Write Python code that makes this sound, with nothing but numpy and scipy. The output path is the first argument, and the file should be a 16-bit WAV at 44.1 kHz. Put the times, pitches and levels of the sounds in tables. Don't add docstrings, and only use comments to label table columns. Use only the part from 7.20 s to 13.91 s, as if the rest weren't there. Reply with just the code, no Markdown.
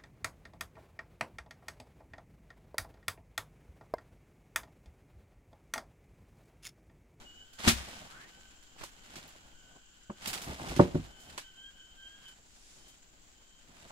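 import sys
import numpy as np
from scipy import signal
from scipy.fft import rfft, irfft, next_fast_len
from scipy.io import wavfile

SR = 44100
rng = np.random.default_rng(int(sys.argv[2]) if len(sys.argv) > 2 else 0)


def master_out(mix):
    frames = np.transpose(np.atleast_2d(mix))
    ceiling = np.clip(frames, -1, 1)
    pcm = np.round(ceiling * 32767).astype(np.int16)
    wavfile.write(sys.argv[1], SR, pcm)


N = 295911
TIME = np.arange(N) / SR


def undb(db):
    return 10 ** (np.asarray(db) / 20)


def pan(left_minus_right_db):
    return undb(np.array([[left_minus_right_db], [-left_minus_right_db]]) / 2)


def unit(x):
    return x / np.sqrt(np.mean(x ** 2))


def shape(x, gain):
    size = next_fast_len(x.shape[-1] + 2048)
    hz = np.fft.rfftfreq(size, 1 / SR) + 1
    return irfft(rfft(x, size) * gain(hz), size)[..., :x.shape[-1]]


def colour(x, points, tilt=0):
    hz, db = np.transpose(points)

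    def gain(f):
        return undb(np.interp(np.log(f), np.log(hz), db) + tilt * np.log2(f))
    return unit(shape(x, gain))


def walk(rate_hz):
    return unit(shape(rng.standard_normal(N), lambda f: np.exp(-(f / rate_hz) ** 2)))


def fade(t, t60):
    return np.exp(-np.log(1000) * t / t60)


def add(out, start_s, x):
    i = int(start_s * SR)
    out[..., i:i + x.shape[-1]] += x[..., :N - i]


def ports(x, lag):
    left = shape(x, lambda f: np.exp(-2j * np.pi * f * lag / SR))
    return np.array([left, x])


def crackle(size, spread_db, share):
    grain_db = spread_db * np.minimum(rng.exponential(size=(3, size)), 6)
    grains = rng.standard_normal((3, size)) * undb(grain_db)
    return np.sqrt(share) * ports(grains[0], 12) + np.sqrt(1 - share) * grains[1:]


def band(hz, width_hz):
    turn = np.exp(2j * np.pi * np.cumsum(hz * np.ones(N)) / SR)
    return np.array([unit(np.real((walk(width_hz) + 1j * walk(width_hz)) * turn)) for _ in range(2)])


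# (relative, per Hz)
AIR_COLOUR = [(15, 5.5), (28, 3), (60, -3), (130, -15), (300, -13.5), (700, -28.5), (1500, -34),
              (4500, -26.5), (9000, -41), (15500, -36.5)]
# (relative, per Hz)
INSECT_COLOUR = [(3500, -15.5), (5800, -13), (6700, -4.5), (7300, -0.5), (7900, -6.5), (8500, -42),
                 (12000, -40.5)]


def forest(air_db=-63, insect_db=-66, apart_hz=700, pan_db=6.0):
    mid, side = rng.standard_normal((2, N))
    side = shape(side, lambda f: np.minimum(0.13 + f / apart_hz, 1))
    air = colour(np.array([mid + side, mid - side]), AIR_COLOUR) * undb(air_db + 1.0 * walk(3.1))
    insects = colour(rng.standard_normal((2, N)), INSECT_COLOUR) * undb(insect_db + 1.8 * walk(40))
    return air * pan(pan_db) + insects


def chorus(pitch_hz=1522, lower_db=-71.5, upper_db=-68.5, drop_s=5.13, drop_db=-8):
    level_gain = undb(drop_db * np.clip((TIME - drop_s) / 0.018, 0, 1))
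    lower = undb(lower_db) * band(pitch_hz, width_hz=150)
    upper = undb(upper_db) * band(2 * pitch_hz, width_hz=340)
    return level_gain * (lower + upper)


# peak_s, leaf_db (rustle), scuff_db (dull scuffing),
# swell_s (time to rise by 60 dB), fade_s (time to fall by 60 dB)
# a negative swell_s means the movement is already dying down before its peak_s
MOVES = [(.03, -62, -61, -8, 0.96), (.402, -48, -47, .08, .2), (.45, -37.5, -48, .14, .2),
         (0.479, -25, -34, 0.1, 0.12), (.58, -49, -53, .2, 2.3), (.87, -71, -58, 1.7, 0.2),
         (1.03, -62.5, -64, 0, .5), (1.625, -51.5, -57, 0.3, 0.3), (1.97, -54.5, -56, 1.2, 1.6),
         (2.56, -65, -60.5, 0.5, 0.3), (4.14, -54, -57.5, 0.51, 0.28), (3.07, -45, -48, 0.3, 1.2),
         (3.17, -48, -47, .3, .4), (3.32, -48, -46, .45, .45), (3.42, -50, -44, 0.2, .45),
         (3.52, -47, -44.5, .5, .9), (3.8, -57, -57, 1, 1.2), (5.082, -63.5, -68, 2, 1),
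         (5.599, -72.5, -68.5, 1.5, 4.5), (6.5, -72, -66, .5, 2.5), (6.63, -57.5, -61, 0.77, 7)]


def stirring(rest_leaf_db=-69.5, rest_scuff_db=-75):
    leaf_power, scuff_power = undb(rest_leaf_db) ** 2, undb(rest_scuff_db) ** 2
    for peak_s, leaf_db, scuff_db, swell_s, fade_s in MOVES:
        motion = fade(np.abs(TIME - peak_s), np.where(TIME < peak_s, swell_s, fade_s))
        leaf_power = leaf_power + (undb(leaf_db) * motion) ** 2
        scuff_power = scuff_power + (undb(scuff_db) * motion) ** 2
    return np.sqrt(leaf_power), np.sqrt(scuff_power)


# (relative, per Hz)
LEAF_COLOUR = [(150, -11.5), (400, -6.5), (800, 0.5), (1300, 4), (3000, 4.5), (5500, 0), (8000, -3),
               (12000, -10.5), (15500, -18.5)]
# (relative, per Hz)
SCUFF_COLOUR = [(25, -9), (70, 0), (250, 0), (450, -7), (750, -2), (1300, -12), (2500, -19), (8000, -47)]


def undergrowth(pan_db=-1, tick_db=-9, flutter_db=2.1, scuff_flutter_db=3):
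    leaf_gain, scuff_gain = stirring()
    grains = crackle(N, spread_db=4.5, share=.15)
    leaves = colour(grains, LEAF_COLOUR, tilt=-0.64) * undb(flutter_db * walk(40))
    stalks_per_s = 220 * np.minimum(leaf_gain / undb(-52), 1)
    stalks = (rng.random(N) < stalks_per_s / SR) * rng.uniform(0.52, 1, N) ** 2
    ticks = signal.lfilter([1], [1, -np.exp(-1 / (0.00073 * SR))], stalks) * rng.standard_normal(N)
    leaves = leaves + undb(tick_db) * colour(ports(ticks, 10), LEAF_COLOUR, tilt=-1)
    soil = crackle(N, spread_db=3.5, share=0.84)
    scuff = colour(soil, SCUFF_COLOUR) * undb(scuff_flutter_db * walk(30))
    return leaves * leaf_gain * pan(pan_db) + scuff * scuff_gain


# start_s, length_s, pitch_hz (lower partial at mid-note), step_hz (upward slide),
# level_db (upper partial, before waver and blur), lower_db (lower partial minus upper)
NOTES = [(0.029, 0.24, 1472, 25.5, -58.5, -23), (0.142, 0.3, 1540, 10.5, -69.5, -1),
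         (0.62, 0.27, 1544, 11, -67, 0), (1.08, 0.25, 1531, 10.5, -70.5, 2.5),
         (2.34, 0.3, 1510, 10.5, -73, 2), (2.873, 0.19, 1530, 10, -73, 2),
         (3.858, 0.28, 1533, 20, -62, -9.5), (4.228, 0.09, 1546, 0, -59, -7),
         (4.25, .12, 1526, 15, -64.5, -5.5), (4.345, 0.18, 1577, 41.5, -56, -6.5),
         (4.52, 0.25, 1538, 33.5, -59.5, -12.5), (4.555, .08, 1597, 0, -63, -8.5),
         (4.76, 0.14, 1573, 0, -53, -9), (4.86, .13, 1602, 26, -57.5, -6), (4.95, 0.17, 1612, 8, -63, -6.5),
         (5.04, 0.11, 1530, 20, -57.5, -11), (5.56, 0.21, 1560, 15, -68.5, -20),
         (6.132, 0.35, 1561, 10, -72, -11.5)]


def cicadas(blur_hz=60, blur_db=-7, waver_hz=13, waver_db=2, slide_s=.03, edge_share=.3):
    out = np.zeros((2, N))
    for partial in (1, 2):
        blur = partial * blur_hz
        paths = np.array([walk(blur) + 1j * walk(blur) for _ in range(2)])
        tone = np.zeros(N, complex)
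        for start_s, length_s, pitch_hz, step_hz, level_db, lower_db in NOTES:
            t = np.arange(int(length_s * SR)) / SR
            pitch = pitch_hz + step_hz / 2 * np.tanh((t - length_s / 2) / slide_s)
            to_edge_s = np.minimum(t, length_s - t)
            swell = np.sin(np.pi / 2 * np.clip(to_edge_s / (edge_share * length_s), 0, 1))
            gain = undb(level_db + lower_db * (partial == 1))
            add(tone, start_s, gain * swell * np.exp(2j * np.pi * partial * np.cumsum(pitch) / SR))
        direct = ports(np.sqrt(2) * tone.real, -3.5)
        blurred = undb(blur_db) * (paths * tone).real
        out += (direct + blurred) * undb(waver_db * walk(waver_hz))
    return out


# start_s, level_db (rms at the start), t60_s (time to fall by 60 dB),
# tilt_db (per octave), pan_db (left minus right)
SNAPS = [(.33, -56, 0.22, 3, -6), (0.387, -43, 0.22, -1, -5), (.476, -21.5, 0.068, 0, 17),
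         (.48, -16.5, 0.17, 1.7, 0), (.572, -48, 0.21, 3, -5), (.683, -49, 0.22, 1, -5),
         (1.425, -59.5, 0.14, 2, -6), (1.609, -46, 0.17, -4, -5), (1.634, -42.5, 0.17, 3.5, -3),
         (1.955, -43.5, 0.19, 0.5, -4), (2.075, -50, 0.1, 22, -8), (3.016, -50, 0.67, -0.5, -3),
         (3.057, -30.5, 0.044, 0, -4.5), (3.073, -33, 0.19, 6, -4.5), (3.13, -32, 0.19, 2, -5),
         (3.175, -41.5, 0.07, 1.5, -4), (3.215, -45, 0.4, 5.5, -3), (3.319, -45, .06, -4, -2),
         (3.485, -40, 0.2, 1, -4), (3.562, -40, 0.31, 0, -4), (3.602, -36.5, 0.23, -3.5, -2),
         (3.748, -48, .12, -1, -3), (3.997, -57.5, 0.69, 4, -4), (4.097, -47, 0.06, -1.5, -6),
         (4.177, -30.5, 0.024, 1, -4.5), (4.18, -38, 0.16, 0.5, -1.5), (5.079, -53, 0.14, 3, -5),
         (5.68, -55, 0.17, 4.5, 3)]


def snaps(attack_s=0.0012):
    out, t = np.zeros((2, N)), np.arange(SR // 3) / SR
    for start_s, level_db, t60_s, tilt_db, pan_db in SNAPS:
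        grains = colour(crackle(len(t), spread_db=4, share=0.16), LEAF_COLOUR, tilt_db)
        burst = grains * fade(t, t60_s) * (1 - np.exp(-t / attack_s))
        add(out, start_s, burst * undb(level_db) * pan(pan_db))
    return out


# start_s, peak_db, contact_hz (higher is a harder contact),
# hold (0 to 1, how firmly hand, boot or brush holds it)
KNOCKS = [(.474, -19, 417, 0.18), (1.609, -41, 1380, 0.85), (1.956, -42, 350, 0.38), (2.029, -52, 252, .05),
          (2.897, -29, 1430, 0.4), (3.264, -35.5, 301, 0), (3.286, -34, 219, 0),
          (3.563, -25.5, 333.4, 0.29), (2.151, -47, 950, 1), (3.394, -35.5, 1400, 1), (3.41, -38, 300, .02),
          (3.492, -34, 260, .03), (3.514, -33, 750, .7), (1.634, -33, 1700, 1), (3.593, -2.5, 880, 0),
          (3.599, -20, 1700, 1), (3.744, -16, 280, 0), (3.615, -23, 418.7, 0.28), (3.644, -25.5, 400, 0.52),
          (3.676, -36.5, 420, .4), (3.749, -36, 1900, 1), (3.753, -27, 495, 0.73), (3.786, -27, 226, 0),
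          (4.176, -32.5, 1610, 1), (6.702, -39.5, 1280, 1)]
# pitch_hz, level_db (relative), t60_s (time to fall by 60 dB),
# lean_db (left minus right)
BLOCK_TONES = [(97, -6, 0.17, -1), (154, 3, 0.12, -2), (173, -3.5, 0.13, -2), (243, -.5, 0.11, 1),
               (290.5, -1, 0.11, 0), (325, -.5, 0.129, 1.5), (366, 1, 0.14, 1), (422, -9, 0.092, 2),
               (463.3, -5, 0.14, -5), (522, -8, .09, -4), (578, 0.5, 0.11, -5), (690, -7, 0.12, 4),
               (785, -8, 0.12, 1), (908.4, -1, 0.07, -5), (985, 0.5, 0.059, 1), (1076, 2.5, 0.045, 2),
               (1190, -3, .035, 8.5), (1460, -1, 0.043, 1), (1630, -3.5, .05, 0)]


def block(crack_db=-19, crack_t60=0.16, side_db=-14, surge=0.63, surge_t60=0.054):
    out, t = np.zeros((2, N)), np.arange(SR // 2) / SR
    ring = np.zeros((2, len(t)))
    for k, (pitch_hz, level_db, t60_s, lean_db) in enumerate(BLOCK_TONES):
        tone = ports(fade(t, t60_s) * np.sin(2 * np.pi * pitch_hz * t), 10)
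        ring += (-1) ** k * undb(level_db) * pan(lean_db) * tone
    press = (1 - np.exp(-t / 0.0013)) * (1 + surge * fade(t, surge_t60))
    free_hz, held_hz = 69.9, 520
    for start_s, peak_db, contact_hz, hold in KNOCKS:
        low_hz = free_hz * (held_hz / free_hz) ** hold
        damping_per_s = 120 * hold ** 2
        grit = 10 * rng.standard_normal((3, len(t))) * fade(t, crack_t60)
        crack = undb(crack_db) * ports(grit[0], 11) + undb(side_db) * grit[1:]
        hit = (ring + crack) * press * np.exp(-damping_per_s * t)
        hit = signal.sosfilt(signal.butter(3, contact_hz, fs=SR, output="sos"), hit)
        hit = signal.sosfilt(signal.butter(2, low_hz, "high", fs=SR, output="sos"), hit)
        add(out, start_s, undb(peak_db) * hit / np.abs(hit).max())
    return out


# start_s, level_db (peak before the wobble), pitch_hz,
# t60_s (time to fall by 60 dB), pan_db (left minus right)
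THUDS = [(.474, -18.5, 231.8, 0.15, 6.5), (0.474, -22.5, 89, 0.12, 4.5), (.53, -35, 64.2, 0.36, 4),
         (2.897, -32.5, 206.5, 0.074, 0), (3.29, -41, 70, 0.35, 0), (3.497, -39, 57.3, 1, 0.5),
         (3.596, -17, 184, 0.16, -0.5), (3.635, -38, 66, .3, 0), (3.748, -41, 52, .6, 0),
         (4.089, -52, 76.1, .4, 3)]


def earth(wobble_db=2.5):
    out, t = np.zeros((2, N)), np.arange(SR // 2) / SR
    for start_s, level_db, pitch_hz, t60_s, pan_db in THUDS:
        tone = fade(t, t60_s) * np.sin(2 * np.pi * pitch_hz * t)
        add(out, start_s, undb(level_db) * pan(pan_db) * ports(tone, 8.1))
    return out * undb(wobble_db * walk(45))


def scatter(x, t60, damp_hz):
    t = np.arange(SR) / SR
    tail = rng.standard_normal((2, SR)) * fade(t, t60) * (1 - np.exp(-t / 0.0069))
    tail = shape(tail, lambda f: 1 / (1 + 1j * f / damp_hz))
    return signal.fftconvolve(x, unit(tail) / np.sqrt(SR), axes=1)[:, :N]


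def swish(stroke, level_db, width_hz):
    start_s, length_s, first_hz, last_hz = stroke
    along = np.clip((TIME - start_s) / length_s, 0, 1)
    pitch = first_hz + (last_hz - first_hz) * along
    return band(pitch, width_hz) * undb(level_db) * np.sin(np.pi * along) ** 2


# start_s, length_s, first_hz, last_hz
SWISH = (.84, .29, 950, 2200)
# start_s, length_s, first_hz, last_hz
TAPE = (5.12, .8, 5700, 5900)


def friction():
    rising = swish(SWISH, level_db=-56.5, width_hz=760)
    core = swish(SWISH, level_db=-58, width_hz=54)
    return rising + core + swish(TAPE, level_db=-61, width_hz=4500)


def scene():
    wood, brush = block() + earth(), snaps()
    wood_echo = undb(-31.5) * scatter(wood, t60=0.53, damp_hz=2490)
    brush_echo = undb(-21) * scatter(brush, t60=0.9, damp_hz=7000)
    background = forest() + chorus() + cicadas()
    return background + undergrowth() + wood + brush + wood_echo + brush_echo + friction()


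def record(dry, top_hz=15700):
    return signal.sosfilt(signal.ellip(10, .2, 80, top_hz, fs=SR, output="sos"), dry)


dry = scene()
out = record(dry)
master_out(out)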